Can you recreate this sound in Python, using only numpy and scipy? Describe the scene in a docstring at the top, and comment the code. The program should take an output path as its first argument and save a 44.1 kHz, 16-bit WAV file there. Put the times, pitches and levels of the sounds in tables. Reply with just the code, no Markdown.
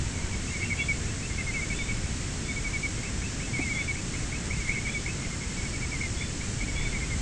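'''"""A rocky hillside: low rumble, high outdoor hiss and a far insect's trill sound throughout, with faint
microphone hiss and a thin camera whine. A far bird holds one note; then two small birds begin to answer
each other in quick runs of falling pips. A third joins with a burry rising churr, a roll of ticks that
ends in a note, and thin rising whistles follow from further off. The rocks scatter every call back as a
short echo. Halfway through comes one soft bump, and the birds call on to the end."""
'''
import sys
import numpy as np
from scipy import signal
from scipy.fft import rfft, irfft
from scipy.io import wavfile

SR = 44100
rng = np.random.default_rng(int(sys.argv[2]) if len(sys.argv) > 2 else 0)


def inscribe(sig):
    """Save sig as 16-bit PCM at rate SR to the path in sys.argv[1].

    A 1-D sig is mono; a 2-D sig holds one channel per row.
    Samples are clipped to [-1, 1] before scaling.
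    """
    pcm = np.round(np.clip(np.atleast_2d(sig).T, -1, 1) * 32767)
    wavfile.write(sys.argv[1], SR, pcm.astype(np.int16))


N = 317961

# Outdoor rumble and air. Each row: frequency in Hz, relative spectral density in dB.
RUMBLE_SPECTRUM = [(8, -62), (22, -54.5), (45, -54), (90, -54), (150, -58), (250, -63.5), (400, -70),
                   (550, -76), (800, -79), (1100, -79.3), (1600, -77), (2200, -76.5), (3000, -82.5),
                   (5000, -110)]
# The breeze. Each row: time in seconds, strength above or below the usual.
BREEZE_STRENGTH = [(0, 2.2), (.3, 1.5), (.5, -0.5), (1.3, -0.2), (1.75, 0.88), (2.1, 0.1), (3.3, -1),
                   (3.8, 0), (4.6, 0), (5.3, -0.59), (6.5, 0.7), (6.7, 2.1), (7.2, 1.5)]
# High outdoor hiss. Each row: frequency in Hz, relative spectral density in dB.
OUTDOOR_HISS_SPECTRUM = [(1000, -94), (3000, -82), (4000, -82), (4950, -81.5), (5600, -80), (6800, -76.5),
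                         (7700, -76), (8200, -77.5), (8700, -84.5), (9200, -96), (10000, -98),
                         (10700, -102.8), (11600, -117)]
# Faint microphone hiss. Each row: frequency in Hz, relative spectral density in dB.
MICROPHONE_HISS_SPECTRUM = [(24, -40), (40, -12), (151, -19), (182, -16), (437, 2), (1770, -3),
                            (2190, -7.5), (3270, -1), (4890, -1), (7140, -4.5), (9480, -2), (10400, -5),
                            (11500, -15), (14900, -46), (22000, -120)]
# The camera's whine. Each row: frequency in Hz, rms level in dB.
WHINE_LINES = [(4512, -65), (4542, -64), (7359, -65), (9055, -80)]
# The insect's trill. Each row: time in seconds, rms level in dB.
TRILL_LEVEL = [(0, -57), (1.2, -58), (2.8, -54.5), (4.3, -56), (5.1, -54.5), (6, -51.5), (6.6, -55.5),
               (7.2, -56)]
# Far notes of level pitch. Each row: start in seconds, length in seconds, pitch in Hz, level in dB.
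LEVEL_NOTES = [(.01, .3, 924, -50.5), (0.951, .16, 1750, -50)]
# Far rising whistles. Each row: start in seconds, length in seconds, first pitch in Hz, level in dB.
RISING_WHISTLES = [(.767, 0.092, 3245, -42.5), (1.74, 0.12, 3420, -43), (2.431, 0.12, 3400, -47),
                   (3.725, 0.122, 3296, -45), (4.875, 0.12, 3290, -47), (6.16, 0.099, 3330, -45),
                   (6.74, .14, 3280, -43.5)]
# The two pipping birds. Each entry: last pip's pitch in Hz, then four times in seconds: pip length,
# second pip's length, last interval of a run, growth of the interval per pip.
PIP_VOICES = {"high": (2256, .046, .037, .095, .0057), "low": (2126, .052, .053, .098, .0088)}
# Runs of pips. Each row: start in seconds, bird, pip count, last pip's level in dB, swell per pip in dB.
PIP_RUNS = [(.13, "high", 3, -39, 2.5), (.507, "low", 3, -33, 2.5), (.537, "high", 5, -23, 2.5),
            (1.291, "low", 1, -40, 0), (1.375, "low", 3, -32, 0), (1.535, "high", 5, -31, 0),
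            (2.481, "high", 5, -27, 1.3), (3.531, "high", 5, -26.7, .8), (3.557, "low", 3, -31.5, 1),
            (4.554, "low", 3, -34, 2.5), (4.594, "high", 5, -28.5, 1.5), (5.215, "low", 3, -38.5, 2.2),
            (5.566, "high", 5, -34, 0.8), (5.925, "low", 2, -35, 0), (6.593, "high", 5, -32.5, 0.7),
            (6.912, "low", 3, -34.5, 1)]
# Stray pips of birds further off. Each row: pips per second, pitch in Hz, level in dB.
STRAY_PIPS = [(4, 2170, -45.5), (1.5, 1620, -50)]
# Series of churrs, each slower than the last. Each row: start in seconds, count, period in seconds.
CHURR_RHYTHM = [(.457, 8, 0.15), (1.70, 4, 0.17), (3.032, 15, .1845), (5.81, 7, 0.2)]
# The successive ticks of a churr's roll. Each row: pitch in Hz, level in dB relative to the loudest.
ROLL_TICKS = [(1760, -21), (1980, -13.5), (2206, 0), (2223, -5.5), (2195, -6), (2260, -10)]
# Strength of the rolls. Each row: time in seconds, relative level in dB.
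ROLL_STRENGTH = [(.46, -43), (1.8, -41), (3.03, -34.5), (3.3, -41), (3.59, -29.5), (3.77, -36),
                 (4.32, -32.5), (4.69, -23), (5.06, -27.5), (5.25, -38), (5.8, -39), (6.01, -26),
                 (6.4, -35.5), (6.7, -30), (7.02, -36)]
# End notes of the churrs, tending to sink and weaken. Each row: time in seconds, level in dB, pitch in Hz.
END_NOTES = [(.46, -41.5, 2730), (.76, -35.5, 2750), (.91, -47, 2680), (1.21, -40.5, 2665),
             (1.51, -40.5, 2660), (2.2, -50, 2620), (3.03, -42, 2675), (3.59, -39.5, 2615),
             (3.77, -47, 2600), (4.69, -42, 2607), (4.88, -46, 2600), (5.06, -37.5, 2610),
             (5.25, -52, 2500), (6, -47, 2450), (7, -47, 2515)]


def gain_of(db):
    """Amplitude grows tenfold for every 20 dB."""
    return 10 ** (np.asarray(db) / 20)


def unit_rms(x):
    """Normalisation to an rms of 1."""
    return x / np.sqrt(np.mean(x ** 2) + 1e-20)


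def add(mix, start, sound):
    """Superposition: a sound joins the mix at a start time in seconds."""
    part = mix[max(round(start * SR), 0):][:len(sound)]
    part += sound[:len(part)]


def wander(t, max_hz):
    """Random modulation of rms about 1: a sum of twelve sines below max_hz."""
    rates, phases = rng.random((2, 12, 1))
    return np.sin(2 * np.pi * (max_hz * rates * t + phases)).sum(0) / np.sqrt(len(rates) / 2)


def tone(hz):
    """A sine whose phase is the integral of its frequency curve."""
    return np.sin(2 * np.pi * (np.cumsum(hz) / SR + rng.random()))


def fade(t, length, rise, fall):
    """An envelope with quarter-sine attack and release; times in seconds."""
    attack = np.sin(np.pi / 2 * np.clip(t / rise, 0, 1))
    release = np.sin(np.pi / 2 * np.clip((length - t) / fall, 0, 1))
    return attack * release


def coloured_noise(spectrum, db, swell_db):
    """Spectral shaping colours white noise; slow modulation makes it swell slightly."""
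    hz, density_db = np.transpose(spectrum)
    bins_hz = np.fft.rfftfreq(N, 1 / SR)
    colour = gain_of(np.interp(np.log(bins_hz + 1), np.log(hz + 1), density_db))
    noise = unit_rms(irfft(rfft(rng.standard_normal(N)) * colour, N))
    return gain_of(db + swell_db * wander(np.arange(N) / SR, 3)) * noise


def rumble(deep_hz=55, deep_swing_db=2.5, body_swing_db=0.08):
    """Amplitude modulation: the far rumble follows the breeze, its deepest band the most."""
    breeze = np.interp(np.arange(N) / SR, *np.transpose(BREEZE_STRENGTH))
    air = coloured_noise(RUMBLE_SPECTRUM, db=-32.5, swell_db=0.26)
    deep = signal.sosfiltfilt(signal.butter(2, deep_hz, fs=SR, output="sos"), air, padtype="even")
    return deep * gain_of(deep_swing_db * breeze) + (air - deep) * gain_of(body_swing_db * breeze)


def camera_whine(waver_hz=2.5):
    """A line spectrum: the camera's electronics give a few thin, wavering tones."""
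    t = np.arange(N) / SR
    return sum(gain_of(db) * np.sqrt(2) * tone(hz + waver_hz * wander(t, 6)) for hz, db in WHINE_LINES)


def microphone_hiss():
    """Faint broadband noise, heard as wide because its polarity is opposite in the two channels."""
    side = coloured_noise(MICROPHONE_HISS_SPECTRUM, db=-59.5, swell_db=.05)
    return np.array([side, -side])


def outdoor_hiss():
    """Ambient noise: a high outdoor hiss common to both channels."""
    return coloured_noise(OUTDOOR_HISS_SPECTRUM, db=-40.5, swell_db=0.25)


def insect(hz=5350, strokes_per_s=45.9, sharpness=5.4, waver_hz=70):
    """Stridulation: every wing stroke rings one short, unsteady tone."""
    t = np.arange(N) / SR
    stroke_cycles = strokes_per_s * t + 0.11 * wander(t, 1.99)
    strokes = abs(np.sin(np.pi * stroke_cycles)) ** (2 * sharpness)
    trill = unit_rms(strokes * tone(hz + waver_hz * wander(t, 120)))
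    return gain_of(np.interp(t, *np.transpose(TRILL_LEVEL))) * trill


def whistles(mean_rise_hz_per_s=1950, flutter_db=3, waver=0.0073):
    """Propagation through air makes far whistles flutter; each holds its pitch or rises and levels off."""
    out = np.zeros(N)
    for notes, hz_per_s in (RISING_WHISTLES, mean_rise_hz_per_s), (LEVEL_NOTES, 0):
        for start, length, first_hz, db in notes:
            t = np.arange(0, length, 1 / SR)
            glide = first_hz + hz_per_s * length * np.sin(np.pi / 2 * t / length)
            pitch = glide * (1 + waver * wander(t, 115))
            amplitude = gain_of(db + flutter_db * wander(t, 91))
            add(out, start, amplitude * fade(t, length, length / 3, length / 4) * tone(pitch))
    return out


def pip_notes(climb_hz=5, stray_s=.05, scatter_hz=45):
    """Yields (start s, length s, dB, Hz): runs climb and slow, and most swell; strays fall at random."""
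    for start, bird, count, last_db, swell_db in PIP_RUNS:
        last_hz, usual_length, second_length, last_interval, growth = PIP_VOICES[bird]
        for k in range(count):
            to_come = count - 1 - k
            length = second_length if k == 1 else usual_length
            yield start, length, last_db - swell_db * to_come, last_hz - climb_hz * to_come
            start += last_interval - growth * (to_come - 1)
    for per_s, hz, db in STRAY_PIPS:
        for k, (late, sharp) in enumerate(rng.random((int(per_s * N / SR), 2))):
            yield (k + late) / per_s, stray_s, db, hz + scatter_hz * (2 * sharp - 1)


def pips(lead_s=0.00101, fall_hz_per_s=3200, flutter_db=0.7, waver=0.0042):
    """Linear frequency sweep: each pip is a nearly pure tone that slides down and stops short."""
    out = np.zeros(N)
    for start, length, db, hz in pip_notes():
        t = np.arange(0, length, 1 / SR)
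        pitch = (hz - fall_hz_per_s * (t - length / 2)) * (1 + waver * wander(t, 137))
        amplitude = gain_of(db + flutter_db * wander(t, 143))
        add(out, start - lead_s, amplitude * fade(t, length, rise=0.015, fall=0.012) * tone(pitch))
    return out


def churr_ticks(roll_db, period_s=0.0083, tick_s=0.012, sweep_hz=330, scatter_hz=55, uneven_db=2):
    """A rapid pulse train is heard as a burr. Yields (delay s, sound) for each upswept tick."""
    t = np.arange(0, tick_s, 1 / SR)
    for k, (hz, db) in enumerate(ROLL_TICKS):
        late, sharp, strong = rng.standard_normal(3) * min(abs(db) / 5, 1)  # weak ticks are less steady
        pitch = hz + scatter_hz * sharp + sweep_hz * (t / tick_s - .5)
        amplitude = gain_of(roll_db + db + uneven_db * strong)
        yield (k + 0.1046 * late) * period_s, amplitude * np.hanning(len(t)) * tone(pitch)


def churr_note(db, top_hz, length=0.046, scoop_hz=260, scoop_s=0.0088, flutter_db=3):
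    """Exponential glide: a short fluttering note scoops up to its pitch."""
    t = np.arange(0, length, 1 / SR)
    pitch = top_hz - scoop_hz * np.exp(-t / scoop_s) + 16 * wander(t, 127)
    amplitude = gain_of(db + flutter_db * wander(t, 109))
    return amplitude * fade(t, length, rise=0.0035, fall=0.017) * tone(pitch)


def churrs(roll_lead_s=0.019, roll_boost_db=2, note_delay_s=0.018):
    """Periodic song: on every beat a roll of ticks jumps up to a higher end note."""
    out = np.zeros(N)
    times, end_db, end_hz = np.transpose(END_NOTES)
    for start, count, period in CHURR_RHYTHM:
        for beat in start + period * np.arange(count):
            roll_db = np.interp(beat, *np.transpose(ROLL_STRENGTH)) + roll_boost_db
            for delay, tick in churr_ticks(roll_db):
                add(out, beat - roll_lead_s + delay, tick)
            note = churr_note(np.interp(beat, times, end_db), np.interp(beat, times, end_hz))
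            add(out, beat + note_delay_s, note)
    return out


def hillside(calls, t60=0.37, taps_per_s=2000, slope_delay_s=0.056, slope_width_s=0.027, slope_db=3):
    """Scattering from rocks gives a thin decaying tail, with a stronger patch from the slope."""
    t = np.arange(SR) / SR
    taps = rng.choice([-1., 1.], SR) * (rng.random(SR) < taps_per_s / SR) * (t > .004)
    slope = np.exp(-((t - slope_delay_s) / slope_width_s) ** 2)
    taps *= gain_of(-60 * t / t60 + slope_db * slope)
    return signal.fftconvolve(calls, taps / np.linalg.norm(taps))[:N]


def bump(start=3.5905, length=0.015, first_hz=420, last_hz=110, push_db=-21.5):
    """Impact excites damped modes: a soft, close knock that sinks in pitch, then a faint ring."""
    out, t = np.zeros(N), np.arange(0, .1, 1 / SR)
    pitch = np.interp(t, [0, length], [first_hz, last_hz])
    push = gain_of(push_db) * fade(t, length, length / 2, length / 2) * tone(pitch)
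    # Each row: frequency in Hz, level in dB, seconds to decay by 60 dB.
    modes = [(240, -31, .14), (728, -35, 0.095), (890, -38, 0.063), (1250, -39, 0.033)]
    ring = sum(gain_of(db - 60 * t / t60) * np.sin(2 * np.pi * hz * t) for hz, db, t60 in modes)
    add(out, start, push)
    add(out, start + 0.0051, ring * np.clip(t / 0.0034, 0, 1))
    return out


def scene(pip_wet_db=-15, churr_wet_db=-10, whistle_wet_db=-5):
    """The ratio of reflected to direct sound grows with distance: further birds carry more echo."""
    near, burry, far = pips(), churrs(), whistles()
    scattered = gain_of(pip_wet_db) * near + gain_of(churr_wet_db) * burry + gain_of(whistle_wet_db) * far
    birds = near + burry + far + hillside(scattered)
    return birds + insect() + bump() + rumble() + camera_whine() + microphone_hiss() + outdoor_hiss()


def record(dry, cutoff_hz=11720):
    """Band limiting: a steep low-pass filter removes the highest treble."""
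    lowpass = signal.firwin(1023, cutoff_hz, window=("kaiser", 9), fs=SR)
    return signal.oaconvolve(dry, lowpass[None], "same")


dry = scene()
out = record(dry)
inscribe(out)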